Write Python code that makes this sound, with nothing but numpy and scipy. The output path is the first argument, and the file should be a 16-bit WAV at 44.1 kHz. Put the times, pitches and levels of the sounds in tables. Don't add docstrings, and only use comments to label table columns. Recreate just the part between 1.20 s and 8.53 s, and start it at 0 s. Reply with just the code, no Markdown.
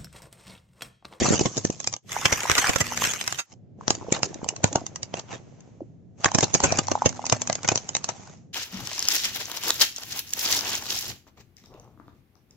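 import sys
import numpy as np
from scipy import signal
from scipy.fft import rfft, irfft
from scipy.io import wavfile
from scipy.ndimage import uniform_filter1d

SR = 44100
rng = np.random.default_rng(int(sys.argv[2]) if len(sys.argv) > 2 else 0)


def transcribe(signal):
    frames = np.atleast_2d(signal).T
    limited = np.clip(frames, -1, 1)
    pcm = np.round(limited * 32767).astype(np.int16)
    wavfile.write(sys.argv[1], SR, pcm)


N = 323253
TAPS = 2048
BALLS_FROM, BALLS_TO = .83, 2.26
LEAD_S = .012


def amp(db):
    return 10 ** (np.asarray(db) / 20)


def unit(x):
    energy = np.sum(x ** 2, -1)
    return x / np.sqrt(np.mean(energy) + 1e-20)


def add(mix, s, sound):
    start = max(round(s * SR), 0)
    part = mix[:, start:][:, :sound.shape[1]]
    part += sound[:, :part.shape[1]]


def convolve(x, response):
    full = signal.fftconvolve(np.atleast_2d(x), np.atleast_2d(response), axes=1)
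    return full[:, :x.shape[-1]]


def noise(n, same):
    draws = rng.standard_normal((3, n))
    return np.sqrt(same) * draws[0] + np.sqrt(1 - same) * draws[1:]


def under_balls(s):
    return (s > BALLS_FROM) & (s < BALLS_TO)


# time in seconds, bright snap in dB, shell body in dB, thump in dB,
# and roughly how long the split runs in seconds.
CRACKS = [ (0.1938, -26, -29.5, -25.5, 0.0023), (0.209, -24.5, -38.5, -19.5, 0.0086),
          (0.256, -26, -27, -19, 0.0089), (0.3767, -23.5, -38, -24, 0.0071),
          (1.055, -16, -16.5, -23, 0.0058), (1.1243, -18.5, -20.5, -22.5, 0.0096),
          (1.298, -24, -19, -28, 0.0012), (1.3156, -20, -22, -25, 0.0027),
          (1.381, -17.5, -21, -27.5, 0.0069), (1.4938, -22, -24.5, -20.5, 0.005),
          (1.5597, -22, -23.5, -23.5, 0.0041), (1.605, -19.5, -21.5, -22.5, 0.0097),
          (2.1875, -24.5, -29, -58, 0.016), (2.6802, -22, -24.5, -24.5, 0.0009),
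          (2.705, -17.5, -23.5, -23, 0.0025), (3.0314, -20, -24.5, -29.5, 0.0016),
          (3.442, -16, -18, -15.5, 0.0022), (3.5572, -22.5, -26, -20.5, 0.0017),
          (3.9403, -41, -28.5, -31.5, 0.0021), (5.045, -19, -16, -46, 0.0014),
          (5.057, -21.5, -22, -22, 0.0052), (5.147, -18.5, -25, -17.5, 0.0073),
          (5.1855, -19, -23, -21, 0.0036), (5.228, -20, -23, -18.5, 0.0097),
          (5.341, -16, -27.5, -24, 0.00061), (5.347, -17.5, -24.5, -21, 0.0071),
          (5.4369, -15, -18.5, -18.5, 0.015), (5.523, -22, -36, -25.5, 0.0016),
          (5.5876, -19, -21.5, -21, 0.0053), (5.7155, -24.5, -26, -21.5, 0.0044),
          (5.8579, -16, -21, -14.5, 0.0091), (6.1244, -17, -19, -18, 0.0048),
          (6.2985, -29.5, -25.5, -28, 0.0015), (6.4464, -34, -30, -29, 0.0073),
          (6.4879, -16, -19.5, -27.5, 0.0022), (6.5175, -27, -29.5, -23, 0.0043),
          (6.557, -20, -32, -29, 0.0015), (6.8893, -26, -26.5, -39, 0.0081)]


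def cracks(thin, ball):
    out = np.zeros((2, N))
    for s, snap, body, thump, run in CRACKS:
        colour = ball if under_balls(s) else thin
        add(out, s - LEAD_S, crack((snap, body, thump), run, colour))
        add(out, s, tyre(thump))
    return out


def crack(levels_db, run, colour, first_db=2, tail_db=-13, tail_s=0.013, slips_per_s=2200, tear=0.28,
          same=0.37, strain_db=-12, strain_s=0.005, lag_s=.00014):
    t = np.arange(2 * TAPS) / SR - LEAD_S
    after = np.maximum(t, 0)
    slips = noise(len(t), same) * (tear + (rng.random(len(t)) < slips_per_s / SR))
    running = unit(slips * (t > 0) * np.exp(-(after / (1.3 * run)) ** 2))
    straining = unit(slips * (t < 0) * np.exp(-abs(t) / strain_s))
    first = unit(noise(len(t), same) * np.exp(-abs(t) / 0.00023))
    rustle = unit(noise(len(t), 0) * (t > 0) * np.exp(-after / tail_s))
    first_gain = amp(first_db) * np.exp(-run / .006)
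    force = running + amp(strain_db) * straining + first_gain * first + amp(tail_db) * rustle
    force = convolve(force, shard(t - t[0]))
    left, right = sum(amp(db) * unit(convolve(force, r)) for db, r in zip(levels_db, colour))
    left = np.roll(left, int(rng.random() * lag_s * SR))
    return np.array([left, right]) * np.sqrt(SR / 100)


def shard(t, low_hz=900, high_hz=7500, cycles=14, ring_db=-3, count=12):
    hz = rng.uniform(low_hz, high_hz, (count, 1))
    fade = np.exp(-t * hz / cycles)
    modes = fade * np.cos(2 * np.pi * hz * t) * 2 * hz / cycles / SR
    strengths = amp(ring_db) * 2 * rng.uniform(0, 2.48, (2, count))
    blow = t == 0
    return blow + strengths @ modes


# frequency in Hz, relative strength in dB per Hz.
THIN = [(25, -14), (60, -9.5), (110, 3.5), (200, 0), (450, -3), (800, 0.5), (1500, -9), (3600, -10.5),
        (5000, -5.5), (6500, 3), (7600, -6), (9000, -10), (15500, -48.5)]
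BALL = [(30, -6), (100, 7.5), (220, 0.5), (700, 2), (2000, 4.5), (3200, -3.5), (4200, -11.5), (6400, -2),
        (8000, -9.5), (9800, -20.5), (13000, -16), (16000, -31)]
SPLIT_HZ = (550, 3000)


def registers(colour):
    hz = np.fft.rfftfreq(TAPS, 1 / SR) + 1
    f, db = np.transpose(colour)
    gain = amp(np.interp(np.log(hz), np.log(f), db))
    low, below = (1 / (1 + (hz / edge) ** 8) for edge in SPLIT_HZ)
    shares = np.array([1 - below, below * (1 - low), low])
    log_gain = np.log(np.maximum(gain * np.sqrt(shares), 1e-5))
    circle = np.concatenate([log_gain, log_gain[:, -2:0:-1]], 1)
    responses = np.fft.ifft(np.exp(np.conj(signal.hilbert(circle)))).real
    return [unit(r) for r in responses]


# pitch in Hz, relative level in dB, time to fade by 60 dB in seconds.
TYRE = [(102.4, 0.5, 0.6), (237.4, -12.5, 0.24)]


def tyre(thump_db, ring_db=-20, swell_s=0.003):
    t = np.arange(SR // 2) / SR
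    hz, db, t60 = np.transpose(TYRE)[:, :, None]
    turns = hz * t + rng.random((2, len(TYRE), 1))
    modes = amp(db - 60 * t / t60) * np.sin(2 * np.pi * turns)
    return amp(thump_db + ring_db) * (1 - np.exp(-t / swell_s)) * modes.sum(1)


# time in seconds, level of the bright part in dB.
LIGHT_CRACKS = [(0.089, -27), (0.156, -29), (0.37, -31), (0.4507, -23), (0.4725, -41), (0.502, -30.5),
                (0.6022, -30.5), (0.6434, -32), (0.674, -21), (0.727, -33.5), (0.7382, -27), (0.765, -37),
                (0.919, -32.5), (1.1596, -34), (1.2054, -30.5), (1.233, -30), (1.3524, -23.5),
                (1.47, -26.5), (1.7738, -27), (1.8398, -22.5), (1.85, -26), (1.871, -32.5), (1.9357, -29),
                (2.012, -28.5), (2.0773, -24), (2.125, -28), (2.7512, -32.5), (2.924, -17), (3.1437, -38),
                (3.244, -38), (3.2888, -21.5), (3.3636, -35), (3.5285, -31), (3.6652, -30.5),
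                (3.7594, -31.5), (3.8309, -28.5), (3.9952, -35), (4.406, -53), (5.117, -32.5), (5.208, -22),
                (5.242, -22), (5.403, -27), (5.5733, -28.5), (5.67, -34.5), (5.683, -30.5), (5.892, -27.5),
                (6.055, -31), (6.0658, -26.5), (6.098, -22.5), (6.2182, -23.5), (6.274, -27), (6.328, -25),
                (6.3538, -26.5), (6.432, -35.5), (6.4776, -27), (6.576, -25), (6.6906, -28),
                (6.7509, -20.5), (6.767, -24.5), (6.8431, -25.5)]
LIGHT_THIN_DB, LIGHT_BALL_DB, LIGHT_THUMP_DB, LIGHT_RUN_S = -9.5, -3.5, -17, 0.0022


def light_cracks(thin, ball):
    out = np.zeros((2, N))
    for s, db in LIGHT_CRACKS:
        colour, body_db = (ball, LIGHT_BALL_DB) if under_balls(s) else (thin, LIGHT_THIN_DB)
        levels_db = (db, db + body_db, db + LIGHT_THUMP_DB)
        add(out, s - LEAD_S, crack(levels_db, LIGHT_RUN_S, colour))
    return out


# time in seconds, level in dB, pitch in Hz.
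POPS = [(0.965, -14.5, 870), (1.254, -18.5, 910), (1.4434, -9, 1670), (1.7207, -19, 910),
        (1.8205, -14, 1060), (2.61, -28.5, 1030), (2.883, -25, 460), (3.244, -26, 930),
        (3.5549, -11.5, 726), (4.606, -28, 570), (4.616, -27, 320), (5.059, -5.5, 1720),
        (5.117, -19.5, 920), (5.403, -15, 850), (5.5236, -11.5, 680), (5.684, -14.5, 874),
        (5.7534, -9.5, 847), (5.82, -8.5, 890), (5.993, -21, 804), (6.041, -21, 895), (6.2974, -17, 648),
        (6.5191, -17, 620)]


def pops(thin, cycles=1.28, echo_s=0.023, echo_db=-16, tick_db=-5, skew_rad=0.4, rustle_db=-14,
         rustle_s=0.008):
    out, t = np.zeros((2, N)), np.arange(TAPS) / SR
    tick_filter = thin[0] + thin[1] / 2
    for s, db, hz in POPS + dents():
        age = t * hz / cycles
        swell = (1 - np.exp(-2 * age)) ** 2 * np.exp(-age)
        skew = skew_rad * rng.standard_normal((2, 1))
        knock = swell / swell.max() * np.sin(2 * np.pi * hz * t + skew)
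        force = noise(len(t), 0.67) * (np.exp(-age / 2) + amp(rustle_db) * np.exp(-t / rustle_s))
        tick = min(hz / 850, 1) ** 4 * unit(convolve(force, tick_filter))
        pop = amp(db) * (knock + amp(tick_db) * tick)
        add(out, s, pop)
        add(out, s + echo_s, amp(echo_db) * pop)
    return out


# start in seconds, end in seconds, middle level in dB, lowest and highest pitch in Hz.
DENTS = [(0.948, 1.521, -27, 858, 2430), (2.76, 3.621, -33.5, 276, 1100)]


def dents(count=48, spread_db=1.5):
    rows = []
    for start, end, db, low, high in DENTS:
        for when, size, pitch in rng.random((count, 3)):
            s = start + (end - start) * when
            rows.append((s, db + spread_db * (2 * size - 1), low * (high / low) ** pitch))
    return rows


# time in seconds, level in dB.
KNOCKS = [(0.0201, -8.5), (0.0274, -11.5), (0.0455, -15.5), (0.087, -15.5), (0.1072, -7.5), (0.1127, -11.5),
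          (0.125, -11), (0.134, -9.5), (0.1433, -11.5), (0.213, -11), (0.369, -21), (0.3797, -21.5),
          (0.4509, -8), (0.5005, -13), (2.9238, -9), (3.232, -20.5)]


def knocks(push_s=0.00064, recoil=4, skew_rad=0.83, tyre_db=-16):
    out = np.zeros((2, N))
    u = (np.arange(TAPS) / SR - LEAD_S) / push_s
    push = signal.hilbert(np.exp(-(u / recoil) ** 2) / recoil - np.exp(-u ** 2))
    for s, db in KNOCKS:
        turn = np.exp(1j * skew_rad * rng.standard_normal((2, 1)))
        add(out, s - LEAD_S, amp(db) * (push * turn).real / abs(push).max())
        add(out, s, tyre(db + tyre_db))
    return out


def grinding(thin, ball, spread_db=0.4):
    t = np.arange(N) / SR
    fizz, crunch, rumble = grinding_levels()
    scrape = .3 + .0015 / fizz
    breaks_per_s = 350 + 70000 * fizz
    grit = grains(breaks_per_s, spread_db, scrape)
    roll = grains(per_s=130, spread_db=0.0, bed=0.41, clump_db=-1, patchy_db=0)
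    drives = (grit * fizz, grit * crunch, roll * rumble)
    on_ball = under_balls(t)
    out = np.zeros((2, N))
    for drive, thin_part, ball_part in zip(drives, thin, ball):
        out += convolve(drive * ~on_ball, thin_part) + convolve(drive * on_ball, ball_part)
    return out


def grains(per_s, spread_db, bed, same=0.45, clump_db=3, patchy_db=5.5):
    t = np.arange(N) / SR
    knots = np.arange(0, t[-1] + 1, .006)
    clumps_db = clump_db * np.interp(t, knots, rng.standard_normal(len(knots)))
    sizes_db = spread_db * np.minimum(rng.exponential(1, N), 3.5)
    breaks = amp(clumps_db + sizes_db) * (rng.random(N) < per_s / SR)
    grit = unit(patchy(noise(N, same) * breaks / np.sqrt(per_s), patchy_db))
    x = grit + bed * unit(noise(N, same / 2))
    return x / np.sqrt(uniform_filter1d((x ** 2).mean(0), size=2 * TAPS))


def patchy(x, patchy_db):
    z = signal.stft(x, nperseg=512)[2]
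    patches = uniform_filter1d(rng.standard_normal(z.shape[1:]), size=4, axis=0)
    patches = uniform_filter1d(patches, size=5, axis=1)
    gain = amp(patchy_db * patches / patches.std())
    gain = gain / np.sqrt(np.mean(gain ** 2))
    return signal.istft(z * gain, nperseg=512)[1][:, :N]


# first touch, full load and roll-off in seconds; rise, fade and release in dB per second;
# fizz, crunch and rumble in dB before the slopes lower them.
PASSES = [(0.0, 0.104, 1.08, 21.5, 24, 399, -35.5, -44, -42),
          (0.91, 1.4, 2.33, 8, 9.5, 706, -33.5, -37, -43.5),
          (2.58, 2.899, 4.48, 27, 8.5, 43.5, -56, -52, -43),
          (4.987, 5.401, 7.12, 8, 4, 150.5, -46.5, -46, -46.5)]
# middle in seconds, time from there to 6 dB down in seconds, peak fizz, crunch and rumble in dB.
CRUMPLES = [(0.071, 0.1, -26, -27.5, -27.5), (1.418, 0.095, -29, -25.5, -51.5),
            (1.854, 0.061, -27.5, -31, -37.5), (2.952, 0.024, -31, -30, -43), (3.049, 0.013, -31, -36, -38),
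            (3.981, 0.023, -37.5, -36, -46), (4.134, 0.032, -42.5, -36, -40.5),
            (5.481, 0.076, -36, -33, -34)]
CONTACT_DB_PER_S = 605.5
SPLINTERS_DB, SPLINTERS_BUILD_DB_PER_S, SPLINTERS_FADE_DB_PER_S = (-20, -17.5, -22.5), 1506, 191.5


def grinding_levels():
    t = np.arange(0, N / SR, .002)
    parts = []
    for touch, full, off, rise, fade, release, *levels_db in PASSES:
        load = ramp(t, full, rise, fade) + ramp(t, touch, CONTACT_DB_PER_S, 0) + ramp(t, off, 0, release)
        parts.append((levels_db, load))
    for s, half, *levels_db in CRUMPLES:
        parts.append((levels_db, -6 * ((t - s) / half) ** 2))
    for s, *levels_db, _ in CRACKS:
        flare = ramp(t, s, SPLINTERS_BUILD_DB_PER_S, SPLINTERS_FADE_DB_PER_S)
        parts.append((np.add(levels_db, SPLINTERS_DB), flare))
    power = sum(np.outer(amp(levels_db), amp(shape_db)) ** 2 for levels_db, shape_db in parts)
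    return [np.interp(np.arange(N) / SR, t, np.sqrt(p + 1e-12) * dips(t)) for p in power]


def ramp(t, s, before_db_per_s, after_db_per_s):
    return -before_db_per_s * np.maximum(s - t, 0) - after_db_per_s * np.maximum(t - s, 0)


# middle in seconds, half length in seconds, depth in dB.
DIPS = [(0.809, 0.027, -30.5), (2.258, 0.051, -29.5)]


def dips(t):
    return amp(sum(db * np.exp(-((t - s) / half) ** 2) for s, half, db in DIPS))


# start in seconds, end in seconds, level in dB, pitch in Hz.
HUMS = [(1.547, 1.946, -48, 241), (5.429, 5.808, -41.5, 97.8), (5.601, 6.468, -48, 244.7)]


def wheel(waver=0.0043):
    out = np.zeros((2, N))
    for start, end, db, hz in HUMS:
        t = np.arange(0, end - start, 1 / SR)
        drift = np.interp(t, np.linspace(0, t[-1], 10), rng.standard_normal(10))
        turns = np.cumsum(hz * (1 + waver * drift)) / SR + rng.random((2, 1)) / 2
        tone = np.sqrt(2) * np.sin(2 * np.pi * turns)
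        add(out, start, amp(db) * tone * signal.windows.tukey(len(t), .5))
    return out


# frequency in Hz, relative strength in dB per Hz.
ROLLING = [(30, -21), (60, -10.5), (105, 8), (170, 5), (450, -11.5), (720, -18.5), (1000, -36),
           (7000, -50.5), (9000, -59.5)]


def rolling(same=0.4, level_db=-50):
    hz = np.fft.rfftfreq(N, 1 / SR) + 1
    f, db = np.transpose(ROLLING)
    gain = amp(np.interp(np.log(hz), np.log(f), db))
    rumble = irfft(rfft(noise(N, same)) * gain, N)
    return amp(level_db) * unit(rumble) * np.sqrt(N) * dips(np.arange(N) / SR)


def yard(x, t60=0.086, delay_s=0.0048):
    t = np.arange(SR // 3) / SR
    echoes = rng.standard_normal((2, len(t))) * (rng.random((2, len(t))) < 2000 / SR)
    return convolve(x, unit(echoes * amp(-60 * t / t60) * (t > delay_s)))


def scene(wet_db=-15, right_db=1.0):
    thin, ball = registers(THIN), registers(BALL)
    hits = cracks(thin, ball) + light_cracks(thin, ball) + pops(thin) + knocks()
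    tail = amp(wet_db) * yard(hits)
    mix = hits + tail + grinding(thin, ball) + rolling() + wheel()
    return mix * amp([[0], [right_db]])


def record(dry, leak_db=-26, dull_hz=7900, edge_hz=15850):
    limited = dry / (1 + (dry / .78) ** 6) ** (1 / 6)
    dull = signal.oaconvolve(limited, signal.firwin(127, dull_hz, fs=SR)[None], "same")
    treble = limited - dull
    t = np.arange(N) / SR
    heard = dull + treble * np.where(under_balls(t), 1, amp(leak_db))
    band = signal.firwin(511, edge_hz, window=("kaiser", 9), fs=SR)
    return signal.oaconvolve(heard, band[None], "same")


dry = scene()
out = record(dry)
transcribe(out)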